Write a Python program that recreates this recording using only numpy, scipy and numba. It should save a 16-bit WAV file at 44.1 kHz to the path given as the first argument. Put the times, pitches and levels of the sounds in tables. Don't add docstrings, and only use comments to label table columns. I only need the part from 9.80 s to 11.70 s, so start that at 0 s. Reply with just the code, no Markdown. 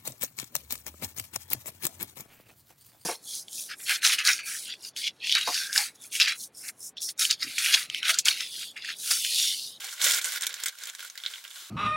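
import sys
import numpy as np
from scipy import signal
from scipy.fft import rfft, irfft
from scipy.io import wavfile
from scipy.ndimage import uniform_filter1d
from numba import njit

SR = 44100
rng = np.random.default_rng(int(sys.argv[2]) if len(sys.argv) > 2 else 0)


def store_wav(level_fs):
    pcm = np.round(np.clip(np.atleast_2d(level_fs), -1, 1) * 32767)
    wavfile.write(sys.argv[1], SR, pcm.T.astype(np.int16))


def level_to_linear(level):
    exponent = np.asarray(level, float) / 20
    return 10 ** exponent


N = 83790
TREBLE_HZ = 5500


def unit(x):
    return x / np.sqrt(np.mean(x ** 2))


def split(x, hz):
    low = signal.sosfilt(signal.butter(2, min(hz, 0.45 * SR), fs=SR, output="sos"), x)
    return low, x - low


def colour(x, points):
    freq_hz, gain_db = np.array(points, float).T
    f = np.maximum(np.arange(1025) * SR / 2048, 1)
    curve_db = np.interp(np.log(f), np.log(freq_hz), gain_db)
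    cepstrum = irfft(np.log(level_to_linear(curve_db)))
    cepstrum[1:1024] *= 2
    cepstrum[1025:] = 0
    response = irfft(np.exp(rfft(cepstrum)))
    return signal.fftconvolve(x, response[None], axes=1)[:, :N]


@njit
def grains(at, hz, cycles, size, zone, zones, n):
    out = np.zeros((zones, n))
    for k in range(len(at)):
        turn = np.exp((2j * np.pi - 1 / cycles[k]) * hz[k] / SR)
        state = size[k] + 0j
        end = min(n, at[k] + int(6 * cycles[k] * SR / hz[k]) + 1)
        for i in range(at[k], end):
            out[zone[k], i] += state.imag
            state *= turn
    return out


# start_s, peak_db, ring_hz, tear_db (re
CREASES = [(0.0186, -22.5, 3140, -20), (0.0427, -31.5, 2170, 13.5), (0.0487, -30.5, 7740, 9),
           (0.0667, -30.5, 3370, 7.5), (0.1153, -42, 5300, 8), (0.1261, -28, 1590, 4.5),
           (0.2149, -11, 4170, -2.5), (0.238, -37, 2160, -9), (0.2478, -23.5, 1610, 21.5),
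           (0.324, -16.5, 9050, 1), (0.345, -8.5, 8550, -5), (0.384, -20, 2320, 10),
           (0.414, -20, 3620, 0), (0.4237, -28, 6840, 1), (0.4436, -6.5, 7560, -25),
           (0.4554, -19.5, 8400, 1), (0.473, -16.5, 1510, -28), (0.5057, -22, 5600, -8),
           (0.5134, -29, 5730, 8), (0.5204, -27.5, 5340, 14.5), (0.5364, -28, 3500, 12.5),
           (0.5578, -24.5, 1550, 10.5), (0.5743, -23.5, 2020, -9), (0.609, -22, 8300, 6),
           (0.621, -8.5, 8660, -6.5), (0.6354, -29, 1570, 13.5), (0.6667, -16.5, 3870, 9),
           (0.692, -24.5, 1630, 3), (0.7407, -17.5, 7230, -1),
           (0.8, -37, 3520, 17.5), (0.8353, -12, 7400, 0), (0.8581, -23, 2200, 14.5),
                 (0.862, -7, 8500, -20), (0.8825, -26, 4030, 10), (0.9253, -33.5, 1520, -6),
                 (0.952, -33, 1480, -1), (0.986, -32.5, 5850, 6), (1.0355, -21.5, 7000, 0.5),
                 (1.055, -20, 7800, -4.5), (1.0708, -22, 3680, 4.5), (1.0908, -29, 3600, 3),
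                 (1.1348, -29, 1640, -4), (1.1494, -28.5, 6760, 6), (1.1927, -27, 3250, 0),
                 (1.2042, -24, 3680, 0), (1.227, -25, 1430, -2), (1.2479, -26.5, 1460, 3),
                 (1.299, -22.5, 6400, -4.5), (1.354, -26.5, 1840, -3), (1.376, -20.5, 4280, 0),
                 (1.436, -18.5, 3560, -8), (1.4613, -8, 3770, -25), (1.464, -25, 3640, -15),
                 (1.4732, -25, 4070, -5), (1.537, -18, 3340, -18), (1.557, -23.5, 2970, -30),
                 (1.6493, -22.5, 2900, -7), (1.6774, -27.5, 3460, 0.5), (1.711, -26.5, 3470, -10),
                 (1.7579, -30, 4420, -3), (1.765, -33, 1420, -10), (1.78, -39, 1440, -12),
                 (0.6317, -16, 3670, -9), (1.225, -26, 2800, -3),
           (.2519, -18.5, 7500, 11.5), (.2644, -8.5, 3420, 1), (.2777, -26, 7440, 5),
                 (.2974, -38, 7100, -7), (.3181, -17, 1720, 14), (.3568, -26, 1910, 8),
                 (.4902, -30, 5430, 10), (.6572, -32.5, 6600, 11), (.6983, -40, 1650, 15),
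                 (.7274, -36, 3660, 11), (.8903, -24, 4160, -17), (1.097, -21.5, 7240, -15),
                 (1.4005, -28, 3430, -13), (1.4464, -27, 1540, -15), (1.4515, -20, 3500, -23),
                 (1.4797, -21, 3580, -12), (1.7044, -34.5, 3340, 5.5), (.0038, -35, 1490, 10),
                 (.1375, -31.5, 1500, 8), (.1794, -29, 3050, -7), (.1978, -27.5, 1480, 4),
                 (.2038, -24, 1480, 5), (.2417, -7, 6840, 0), (.2685, -11, 2030, 3),
                 (.2935, -28, 1620, -11), (.3055, -16, 3200, 2), (.369, -24, 2090, 8),
                 (.3935, -19, 2380, -2), (.669, -20.5, 2380, 7), (.8635, -15.5, 2180, -16),
                 (1.3775, -33, 2250, -10), (1.64, -30.5, 2970, 5), (1.52, -34, 2240, -9),
                 (1.581, -32, 2200, -16)]


def snaps(zones):
    lag_s, ring_cycles, tear_gain_db, tear_decay_s, thin_hz = 0.0008, 2.1, -7, 0.0017, 1250
    start_s, peak_db, ring_hz, tear_db = np.array(CREASES, float).T
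    at = ((start_s + lag_s) * SR).astype(np.int64)
    zone = np.arange(len(at)) % zones
    size = level_to_linear(peak_db)
    ring_size = size * np.minimum(ring_hz / TREBLE_HZ, 1) ** (1 / 3)
    out = grains(at, ring_hz.copy(), ring_cycles + 0 * size, ring_size, zone, zones, N)
    t = np.arange(600) / SR
    tear = rng.standard_normal((len(at), len(t))) * level_to_linear(tear_gain_db) * np.exp(-t / tear_decay_s)
    tear[:, 0] += 1.3
    for a, z, g, db, tick in zip(at, zone, size, tear_db, tear):
        out[z, a:a + len(t)] += g * level_to_linear(db) * tick
    return signal.sosfilt(signal.butter(2, thin_hz, "high", fs=SR, output="sos"), out)


# start_s, length_s, first_db, last_db, treble_db (re body)
HAND_SQUEEZES = [(0, 0.095, -37.5, -32, -6.5), (0.099, 0.037, -44.5, -36.5, 4),
                 (0.161, 0.047, -46.5, -25.5, -12), (0.212, 0.1, -23.5, -18.5, 2),
                 (0.322, 0.0708, -21, -24, -0.5), (0.413, 0.027, -26, -37, -1.5),
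                 (0.443, 0.069, -23.5, -34, 0), (0.519, 0.063, -30.5, -27, -2.5),
                 (0.6, 0.049, -36, -24, -10.5), (0.694, 0.056, -31, -40.5, -19.5),
                 (0.752, 0.089, -37, -32, -10.5), (0.86, 0.034, -33, -31, 0.5),
                 (0.972, 0.068, -45.5, -32, -4.5), (1.025, 0.075, -47, -31, -6.5),
                 (1.183, 0.099, -38.5, -40.5, -3), (1.378, 0.16, -47, -46, -3.5),
                 (1.45, 0.043, -52, -49, -21), (1.502, 0.087, -36.5, -54.5, -4),
                 (1.64, 0.047, -36, -54, -25), (1.697, 0.074, -49.5, -53, 5.5)]


def effort():
    edge_s, creep_db = 0.0018, -55.5
    t = np.arange(N) / SR
    body_power = np.full(N, level_to_linear(2 * creep_db))
    treble_power = body_power.copy()
    for start_s, length_s, first_db, last_db, treble_db in HAND_SQUEEZES:
        rise = np.clip((t - start_s) / edge_s + 1, 0, 1)
        fall = np.clip((start_s + length_s - t) / edge_s + 1, 0, 1)
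        gain = level_to_linear(first_db + (last_db - first_db) * np.clip((t - start_s) / length_s, 0, 1))
        power = (rise * fall * gain) ** 2
        body_power += power
        treble_power += power * level_to_linear(2 * treble_db)
    return np.sqrt(body_power), np.sqrt(treble_power)


def crackle(zones):
    rate_per_s, low_hz, high_hz, cycles, spread_db = 2000, 1290, 14800, 1.33, 2
    when, pitch, rarity, ring, place = rng.random((int(rate_per_s * N / SR), 5)).T
    at = (when * N).astype(np.int64)
    hz = low_hz * (high_hz / low_hz) ** pitch
    size = level_to_linear(-spread_db * np.log(np.maximum(rarity, 0.015))) * hz / high_hz
    size = size / np.sqrt(np.mean(size ** 2 / hz))
    gain, treble = effort()
    size = size * np.where(hz > TREBLE_HZ, treble[at], gain[at])
    size = size / np.sqrt(rate_per_s * cycles / 2)
    zone = (place * zones).astype(np.int64)
    return grains(at, hz, cycles * (0.32 + ring), size, zone, zones, N)


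def rub(zones):
    rub_db, thin_hz, body_hz, body_db = -12, 295, 1080, 2
    low, high = split(rng.standard_normal((zones, N)), TREBLE_HZ)
    body, middle = split(split(low, thin_hz)[1], body_hz)
    gain, treble = effort()
    grit = level_to_linear(3.84 * unit(uniform_filter1d(rng.standard_normal((zones, N)), size=150)))
    body_gain = level_to_linear(body_db) * np.sqrt(gain * treble)
    slide = body_gain * body + gain * middle + treble * high
    return level_to_linear(rub_db) * grit * slide / np.sqrt(zones)


# start_s, level_db, pitch_hz
AIR_PUSHES = [(.004, -45, 860), (.03, -44, 450), (.041, -29.5, 790), (.06, -45.5, 480), (0.204, -56, 200),
              (0.263, -23.5, 566), (.32, -36.5, 278), (0.669, -37.5, 348), (0.69, -41, 530),
              (.718, -40.5, 526), (0.832, -42, 450), (.875, -53, 450), (1.033, -49, 486), (1.087, -57, 494),
              (1.3, -59, 500), (1.353, -60, 500), (1.464, -46.5, 490), (1.513, -50, 450), (1.646, -59, 600),
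              (1.76, -48, 328), (1.82, -45, 353)]


def puffs(zones):
    start_s, level_db, pitch_hz = np.array(AIR_PUSHES, float).T
    at = (start_s * SR).astype(np.int64)
    zone = np.arange(len(at)) % zones
    return grains(at, pitch_hz.copy(), 3.6 + 0 * start_s, level_to_linear(level_db), zone, zones, N)


# time_s, level_db
SLEEVE_LEVEL = [(0, -41), (.9, -50), (1.0, -55), (1.12, -50.5), (1.33, -56), (1.4, -53), (1.58, -42),
                (1.621, -50), (1.7, -52.5), (1.74, -45.5), (1.775, -40), (1.84, -42), (1.9, -47)]
# freq_hz, gain_db
NYLON_TONE = [(250, -8), (550, -7), (1000, 0), (1450, -1), (2200, -6.5), (3000, 3.5), (5000, -1.5),
              (12000, -2.5)]


def sleeve(zones):
    peak_hz, width_hz, thin_hz = 4900, 19700, 625
    level = level_to_linear(np.interp(np.arange(N) / SR, *np.array(SLEEVE_LEVEL).T))
    noise = rng.standard_normal((zones, N))
    grit = noise * level_to_linear(3.5 * unit(uniform_filter1d(rng.standard_normal((zones, N)), size=60)))
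    b, a = signal.iirpeak(peak_hz, peak_hz / width_hz, fs=SR)
    brush = unit(split(signal.lfilter(b, a, grit), thin_hz)[1])
    return colour(level * brush / np.sqrt(zones), NYLON_TONE)


def even(tails, like):
    f = np.arange(1, 2049) * SR / 4096
    own_db = 10 * np.log10(uniform_filter1d(np.abs(rfft(like, 4096)[:, 1:]) ** 2, size=15))
    own_db = own_db - own_db.mean() - 0.6 * (own_db - own_db.mean(0))
    return np.vstack([colour(h[None], np.c_[f, -db]) for h, db in zip(tails, own_db)])


def cabin(parts):
    t60_low_s, t60_high_s, tail_db, gap_s = 0.075, 0.05, -1, 0.0004
    early_db, early_s = 1, 0.002
    side_low_db, side_high_db, side_thin_hz = -14.5, -9, 450
    t = np.arange(4000) / SR

    def fade(t60_s):
        return level_to_linear(-60 * t / t60_s) / np.sqrt(t60_s * SR / np.log(1e6))

    low, high = split(rng.standard_normal((2, len(parts), len(t))), 4400)
    low, high = low * fade(t60_low_s), high * fade(t60_high_s)
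    late = level_to_linear(tail_db) * np.clip(t / gap_s, 0, 1) * (1 + level_to_linear(early_db) * np.exp(-t / early_s))
    mid = late * (low[0] + high[0])
    mid[:, 0] += 1
    side = late * (low[1] * level_to_linear(side_low_db) + high[1] * level_to_linear(side_high_db))
    side = split(side, side_thin_hz)[1]

    def through(response):
        heard = signal.fftconvolve(parts, even(response, mid), axes=1)[:, :N].sum(0)
        return heard / np.sqrt(1 + level_to_linear(2 * tail_db))

    m, s = through(mid), through(side)
    return np.array([m + s, m - s])


# freq_hz, gain_db
BODY_TONE = [(60, -65), (230, -30), (530, -13.5), (720, -18.5), (950, -15.5), (1100, -9.5), (1230, -15),
             (1320, -9), (1400, -3), (1600, -1), (1800, -8), (2140, -2.5), (2330, -3.5), (2470, -9),
               (2800, -8.5)]
# freq_hz, gain_db; from the fourth row also the tone of the hiss
TREBLE_TONE = [(3000, -2), (3650, 0.5), (4600, -2), (7200, 0), (15500, -8.5), (15800, -2), (16000, -49)]


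def bag_to_phone(x):
    treble = [(hz, db - 3.5) for hz, db in TREBLE_TONE]
    return colour(x, BODY_TONE + treble)


def floor():
    hum_db, hum_hz, hiss_db = -84.5, 263, -59
    outside, mid, side = rng.standard_normal((3, N))
    hum = unit(signal.lfilter(*signal.iirpeak(hum_hz, 1.2, fs=SR), outside))
    hiss = np.array([mid + side, mid - side])
    hiss = split(split(hiss, 1500)[1], 810)[1]
    return level_to_linear(hum_db) * hum + level_to_linear(hiss_db) * colour(hiss, TREBLE_TONE[3:])


def scene():
    zones, pan_db = 5, -2
    pan = level_to_linear(np.array([[pan_db / 2], [-pan_db / 2]]))
    bag = cabin(crackle(zones) + snaps(zones) + rub(zones) + puffs(zones)) * pan
    coat = cabin(sleeve(zones))
    return level_to_linear(4.5) * bag_to_phone(bag + coat) + floor()


def band_limit(x):
    return signal.sosfilt(signal.butter(12, 16650, fs=SR, output="sos"), x)


def record(dry):
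    return band_limit(dry)


dry = scene()
out = record(dry)
store_wav(out)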